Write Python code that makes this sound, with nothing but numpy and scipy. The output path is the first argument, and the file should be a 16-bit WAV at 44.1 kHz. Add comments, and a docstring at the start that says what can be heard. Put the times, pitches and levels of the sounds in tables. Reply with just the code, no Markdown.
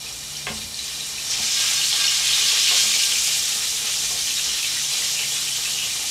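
"""A small kitchen, one microphone a couple of metres from a pan of fish fillets frying in hot oil.
Steam bubbles burst in thousands and ring the hollows of the pan; single drops of water spit.
A fillet is lifted on a metal skimmer and turned, and the sizzle surges and settles.
The utensils knock and clink on the pan, steam gulps from under the spatula, an appliance hums behind."""
import sys
import numpy as np
from scipy import signal
from scipy.io import wavfile

SR = 44100
rng = np.random.default_rng(int(sys.argv[2]) if len(sys.argv) > 2 else 0)


def persist_wave(psi):
    """Save psi, clipped to +-1, as 16-bit WAV."""
    counts = np.round(np.clip(psi, -1, 1) * 32767).astype(np.int16)
    wavfile.write(sys.argv[1], SR, np.atleast_2d(counts).T)


N = 269010
TIME = np.arange(N) / SR

# large, medium and small bubbles and the spray: pitch_hz, vigour_factor, lag_s, gush_factor, flutter_db
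BUBBLE_SIZES = [(1800, 0.82, 0.032, 0.55, 1.6), (3580, 1.11, 0.029, 1.0, 0.84),
                (5650, 1.01, .003, 0.022, .5), (9800, 0.68, 0.18, 0.019, 0.1)]


def from_db(db):
    """Decibels to gain."""
    return 10 ** (np.asarray(db) / 20)


def rms_one(x):
    """Scale to unit power."""
    return x / np.sqrt(np.mean(x ** 2) + 1e-20)


def in_time(points):
    """Read a curve at every sample."""
    return np.interp(TIME, *np.transpose(points))


def at_hz(points, hz):
    """Read a curve on a log-frequency axis."""
    freqs, values = np.transpose(points)
    return np.interp(np.log(hz), np.log(freqs), values)


def drift(rate_hz):
    """Smooth random wander, rms about 1."""
    step = 40
    pole = np.exp(-2 * np.pi * rate_hz * step / SR)
    slow = signal.lfilter([1], [1, -2 * pole, pole * pole], rng.standard_normal(N // step + 2002))[2000:]
    return np.interp(np.arange(N) / step, np.arange(len(slow)), rms_one(slow))


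def swell(start_s, length_s, attack_s, release_s):
    """Rise from 0 to 1, hold, and fall once the length is over."""
    age = TIME - start_s
    return np.clip(age / attack_s, 0, 1) * np.clip(1 - (age - length_s) / release_s, 0, 1)


def butter(x, hz, kind):
    """Causal Butterworth filter."""
    sos = signal.butter(2, np.clip(hz, 10, .45 * SR), kind, fs=SR, output="sos")
    return signal.sosfilt(sos, x + 1e-18)


def noise(hz, kind="band"):
    """Filtered white noise."""
    return butter(rng.standard_normal(N), hz, kind)


def bands(low_hz, high_hz, count):
    """Edges and centre of bands evenly spread in pitch."""
    edges = np.geomspace(low_hz, high_hz, count + 1)
    return [([a, b], np.sqrt(a * b)) for a, b in zip(edges, edges[1:])]


def tap(start_s, db):
    """One click."""
    return from_db(db) * (np.arange(N) == round(start_s * SR))


def grains(per_s, spread_db):
    """Random clicks, many small and a few large; rms 1."""
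    born = np.flatnonzero(rng.random(N) < per_s / SR)
    size_db = spread_db * np.minimum(rng.exponential(1, len(born)), 5)
    clicks = np.zeros(N)
    clicks[born] = from_db(size_db) * rng.choice([-1, 1], len(born))
    return rms_one(clicks)


def ring(clicks, hz, t60):
    """Each click starts a decaying sine."""
    pole, angle = from_db(-60 / (t60 * SR)), 2 * np.pi * hz / SR
    return signal.lfilter([0, np.sin(angle)], [1, -2 * pole * np.cos(angle), pole * pole], clicks + 1e-18)


def body(force, modes):
    """A force rings all modes of an object, with alternating signs."""
    return sum((-1) ** k * from_db(db) * ring(force, hz, t60) for k, (hz, db, t60) in enumerate(modes))


def cavity(force, resonances):
    """A force rings air resonances, the wider ones dying sooner; rms 1."""
    modes = [(hz, db + 20 * np.log10(width), np.log(1000) / (np.pi * width))
             for hz, width, db in resonances]
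    return rms_one(body(force, modes))


def kitchen(x, wet_db):
    """Direct sound plus a dense tail off the cupboards that dies sooner in the treble."""
    # reverberation of the room: frequency_hz, t60_s
    decay = [(100, 0.33), (500, 0.44), (2000, 0.19), (6000, 0.24), (15000, 0.13)]
    t = TIME[:SR // 2]
    tail = sum(butter(rng.standard_normal(len(t)), edges, "band") * from_db(-60 * t / at_hz(decay, hz))
               for edges, hz in bands(60, 18000, count=9))
    tail *= np.clip(t / 0.0059, 0, 1)  # the reflections build up
    reverb = signal.fftconvolve(x, tail / np.sqrt(np.sum(tail ** 2)))[:N]
    wet = from_db(wet_db)
    return (x + wet * reverb) / np.sqrt(1 + wet ** 2)


def crackle(per_s, spread_db, wet_db, spots):
    """Bursts at several spots of the pan, each with its own paths to the microphone; rms 1."""
    return rms_one(sum(kitchen(grains(per_s / spots, spread_db), wet_db) for _ in range(spots)))


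def room_tone(air_db=-48.5, waver_db=3.5, wander_rad=0.97):
    """An appliance motor hums unsteadily over the soft rush and rumble of room air."""
    # colour of the air: frequency_hz, relative_db
    air_colour = [(25, -22), (40, -21), (55, -16), (80, 2), (130, -6), (220, -2), (330, -4.5), (500, -6),
                  (780, -4), (1100, -7.5), (2000, -16.5), (5000, -12.5)]
    # partials of the motor: pitch_hz, level_db
    partials = [(58.6, -61.5), (118.4, -62.5), (144.5, -56), (215.8, -61), (290.7, -68)]
    # low rumble of the room: time_s, level_db
    rumble_curve = [(0, -50.5), (3.2, -62.5), (4.2, -51), (5.3, -71), (6.1, -63)]
    air = sum(from_db(at_hz(air_colour, hz)) * noise(edges) for edges, hz in bands(22, 5000, count=18))
    hum = 0
    for hz, db in partials:
        amplitude = np.sqrt(2) * from_db(db + waver_db * drift(3.3))
        hum += amplitude * np.sin(2 * np.pi * hz * TIME + wander_rad * drift(2.6))
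    rumble = from_db(in_time(rumble_curve)) * rms_one(noise(hz=(48, 70)))
    return from_db(air_db) * rms_one(air) + hum + rumble


def vigour(lag_s):
    """Vigour of the frying in dB about its median, followed with a lag."""
    # the frying leaps when the wet side of the fillet meets the oil: time_s, relative_db
    vigour_curve = [(0.0, -39), (0.49, -36), (0.73, -40), (0.76, -34), (1.19, -33.5), (1.29, -29.5),
                    (1.31, -23), (1.39, -26), (1.46, -23), (1.95, -24.5), (2.72, -21), (2.75, -20),
                    (3.86, -27.5), (3.97, -25.5), (4.48, -27), (5.16, -25.5), (5.18, -27.5), (6.1, -28)]
    db = in_time(vigour_curve)
    pole = np.exp(-1 / (lag_s * SR))
    return db[0] + signal.lfilter([1 - pole], [1, -pole], db - db[0]) - np.median(db)


def bubbling():
    """Strength in dB of each size of bubble: all follow the vigour, the bigger ones swell in gushes."""
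    # juice runs into the oil: start_s, length_s, boost_db
    gushes = [(.34, 0.039, 3), (0.554, 0.066, 6), (0.768, 0.25, 3), (1.16, 0.071, 1), (1.564, 0.13, 3),
              (1.768, 0.5, 3), (2.248, 0.14, 3.4), (2.395, 0.2, 5), (2.63, 0.14, 4.5), (3.765, .19, 3.5),
              (4.35, 0.35, 3), (4.885, 0.19, 3), (5.67, 0.21, 1.5)]
    gush_db = sum(db * swell(start, length, attack_s=0.014, release_s=0.063)
                  for start, length, db in gushes)
    return [vigour_factor * vigour(lag_s) + gush_factor * gush_db + flutter_db * drift(9.3)
            for _, vigour_factor, lag_s, gush_factor, flutter_db in BUBBLE_SIZES]


def sizzle(sizes_db, level_db=-23.5, crack_share=0.077, flutter_db=0.26, patchy_db=1.0):
    """Steam bubbles burst, each size in its own range of pitch; the sharpest crack across all bands."""
    # colour of the sizzle: frequency_hz, relative_db
    colour = [(400, -37), (800, -44), (1000, -20), (1500, -14), (2000, -10), (2400, -6.5), (2900, -1),
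              (3800, 0), (4800, -3), (5500, 1), (7000, -1), (9000, -6.5), (12000, -11.5), (15500, -24)]
    strengths = np.array([rms_one(from_db(db)) for db in sizes_db])
    log_pitches = np.log([size[0] for size in BUBBLE_SIZES])
    flutter = flutter_db * drift(5.2)
    cracks = np.sqrt(crack_share) * crackle(per_s=4500, spread_db=0.5, wet_db=2.5, spots=6)
    # three streams take turns, so neighbouring bands get unrelated bursts
    bursts = [np.sqrt(1 - crack_share) * crackle(per_s=3000, spread_db=3.0, wet_db=2.5, spots=5)
              for _ in range(3)]
    out = 0
    for k, (edges, hz) in enumerate(bands(400, 17000, count=24)):
        size_mix = np.array([np.interp(np.log(hz), log_pitches, row) for row in np.eye(len(strengths))])
        gain = (size_mix @ strengths) * from_db(at_hz(colour, hz) + flutter + patchy_db * drift(33))
        out += gain * butter(cracks + bursts[k % 3], edges, "band")
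    return from_db(level_db) * rms_one(out)


def hollows(large_db, gap_db=-33.0, gap_follows=0.47, bowl_db=-50, bowl_follows=0.39):
    """Bursts ring the gap around the fish and the open pan, louder as the large bubbles grow stronger."""
    # air between fish, utensils and pan wall: pitch_hz, width_hz, relative_db
    gap_modes = [(1786, 45, -6.5), (2400, 27, 2), (2880, 36, 2), (3980, 440, -1), (4715, 99, 0.5),
                 (5540, 170, 2)]
    # air in the open pan: pitch_hz, width_hz, relative_db
    bowl_modes = [(465, 42, -1), (602, 18, -0.5), (791, 74, 1.5), (1254, 103, -3.5)]
    gap = cavity(crackle(per_s=2500, spread_db=3.9, wet_db=-2.5, spots=4), gap_modes)
    gap = rms_one(butter(gap, 1330, "high"))
    bowl = cavity(crackle(per_s=500, spread_db=5.9, wet_db=-2.5, spots=3), bowl_modes)
    return (from_db(gap_db + gap_follows * large_db) * gap
            + from_db(bowl_db + bowl_follows * large_db) * bowl)


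def blisters(medium_db, level_db=-37, follows=0.97, ring_cycles=32):
    """Fat bubbles pop one by one at scattered pitches, louder as the oil boils up."""
    pops = sum(ring(grains(per_s=3.0, spread_db=3.0), hz, ring_cycles / hz)
               for _, hz in bands(2300, 6200, count=24))
    return from_db(level_db + follows * medium_db) * rms_one(butter(pops, 2600, "high"))


def spits(ring_cycles=50, gain_db=1.0, edge_ratio=1.22):
    """Larger drops of water burst with a short pitched tick that swells for a few cycles."""
    # the loudest drops: start_s, strength_db, pitch_hz
    drops = [(.066, -24, 2510), (.126, -20, 5650), (.352, -26, 3120), (.369, -17, 5600), (.618, -21, 3900),
             (.744, -17, 4360), (.791, -15, 3980), (1.008, -16, 3870), (1.182, -20, 2580),
             (1.304, -12, 5560), (1.315, -11, 5600), (1.814, -11.5, 2880), (2.066, -7, 5500),
             (2.079, -9, 2900), (2.42, -11.5, 2920), (4.371, -12, 3800), (4.63, -15.5, 2620),
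             (4.769, -22, 1950), (5.022, -22, 2000), (5.193, -20, 2550), (5.235, -21, 2160),
             (5.364, -20, 2500), (5.654, -16.5, 2630)]
    out = 0
    for start, db, hz in drops:
        tick = ring(tap(start, db + gain_db), hz, ring_cycles / hz)
        out += butter(tick, [hz / edge_ratio, hz * edge_ratio], "band")
    return out


def knocks(pan_db=-14, clack_db=26, hob_db=-12, rock_db=-7):
    """Contacts clack, ring the pan and thud through to the hob; returns pan and hob apart."""
    # spatula and fish meet the pan: start_s, force_db, brightness_hz, relative_thud_db
    contacts = [(.468, -12, 3600, -17), (.473, -21, 3600, -15), (1.186, -33, 3000, -24),
                (2.711, -14, 1910, -49), (4.105, -19, 1100, -15), (4.134, -33, 1200, -23),
                (5.014, -28, 2200, -16), (5.2, -31, 1700, -20), (5.674, -25, 1800, -18),
                (5.83, -25, 1800, -11), (5.951, -26, 1500, -31)]
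    # the pan rocks on the hob: start_s, force_db
    rocks = [(0.499, -24), (0.523, -32), (0.565, -47), (0.601, -32.5), (0.635, -29.5), (1.397, -28.5),
             (2.835, -33)]
    # the oil-damped pan: pitch_hz, gain_db, t60_s
    pan_modes = [(415, -4, 0.036), (544, -3.5, 0.044), (725, -3, 0.068), (895, -9.5, 0.12),
                 (1078, 0, 0.072), (1480, 4, 0.015), (1700, 3.5, 0.021), (2100, 7.5, 0.03),
                 (2610, 11.5, 0.012), (3330, 14.5, 0.0074)]
    # the hob under it: pitch_hz, gain_db, t60_s
    hob_modes = [(67, -22, 0.2), (90, -8.5, 0.27), (152, -8.5, 0.45), (218, -3.5, 0.21)]
    on_pan = sum(butter(tap(start, db + pan_db), hz, "low") for start, db, hz, _ in contacts)
    clack = from_db(clack_db) * butter(on_pan, (700, 4100), "band")
    thuds = sum(tap(start, db + thud_db + hob_db) for start, db, _, thud_db in contacts)
    rocking = sum(tap(start, db + rock_db) for start, db in rocks)
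    on_hob = butter(thuds + rocking, 400, "low")
    return body(on_pan, pan_modes) + clack, body(on_hob, hob_modes)


def skimmer(resting_db=-44, follows=0.65):
    """Dragging keeps the metal ringing unevenly, the bubbling oil faintly; clinks strike it outright."""
    # the metal skimmer: pitch_hz, gain_db, t60_s
    modes = [(1157, 1.5, 0.18), (1603, 3.5, 0.17), (2178, 6.5, 0.18), (2470, 5, 0.16), (2850, 9, 0.12),
             (3380, -1, 0.15), (3490, -3, 0.08), (3620, 11, 0.14), (4360, 14, 0.083), (5100, 14, 0.088),
             (6600, -3, .06)]
    # it is dragged along the pan: start_s, length_s, level_db
    strokes = [(1.41, 0.26, -33), (1.737, 0.49, -33.5), (2.26, 0.79, -32)]
    # it clinks on the pan: start_s, force_db
    clinks = [(1.57, -40.5), (1.774, -39), (1.999, -38), (2.012, -37), (2.04, -34.5), (2.119, -36)]
    ringing = sum(from_db(db) * rms_one(ring(grains(per_s=900, spread_db=2.0), hz, t60))
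                  for hz, db, t60 in modes)
    drag = sum(from_db(db) * swell(start, length, attack_s=0.043, release_s=0.17)
               for start, length, db in strokes)
    stirred = from_db(resting_db + follows * vigour(lag_s=0.034))
    strikes = sum(tap(start, db) for start, db in clinks)
    return np.hypot(drag, stirred) * rms_one(ringing) + body(strikes, modes)


def steam_gulps(width_hz=260, uneven_db=3.0, rise_octaves_per_s=1.9):
    """Steam squeezed out under the spatula gurgles in gulps, each rising in pitch as its gap closes."""
    # escapes of steam: start_s, length_s, level_db, start_pitch_hz
    gulps = [(4.45, 0.16, -38, 2850), (5.15, .06, -31, 2700), (5.263, 0.15, -34, 3100),
             (5.459, 0.09, -30, 2850), (5.647, 0.069, -38, 2850), (5.77, .07, -33, 2750)]
    gurgle = rms_one(noise(width_hz, "low") * from_db(uneven_db * drift(28)))
    tones = 0
    for start, length, db, start_hz in gulps:
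        hz = start_hz * 2 ** (rise_octaves_per_s * np.clip(TIME - start, 0, length))
        envelope = from_db(db) * swell(start, length, attack_s=0.012, release_s=0.046)
        tones += envelope * np.sin(2 * np.pi * np.cumsum(hz) / SR)
    return np.sqrt(2) * gurgle * tones


def scene():
    """Everything at the stove crosses the room to one microphone, the same in both channels."""
    pan, hob = knocks()
    sizes_db = bubbling()
    large_db, medium_db = sizes_db[:2]
    frying = sizzle(sizes_db) + hollows(large_db)
    frying += kitchen(spits() + blisters(medium_db) + steam_gulps(), wet_db=-2.0)
    utensils = kitchen(pan, wet_db=1.0) + kitchen(hob, wet_db=-6.5) + kitchen(skimmer(), wet_db=-10)
    return np.tile(frying + utensils + room_tone(), (2, 1))


def record(dry, cutoff_hz=15600):
    """The highest treble is cut steeply."""
    return signal.sosfilt(signal.ellip(12, .1, 90, cutoff_hz, fs=SR, output="sos"), dry)


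dry = scene()
out = record(dry)
persist_wave(out)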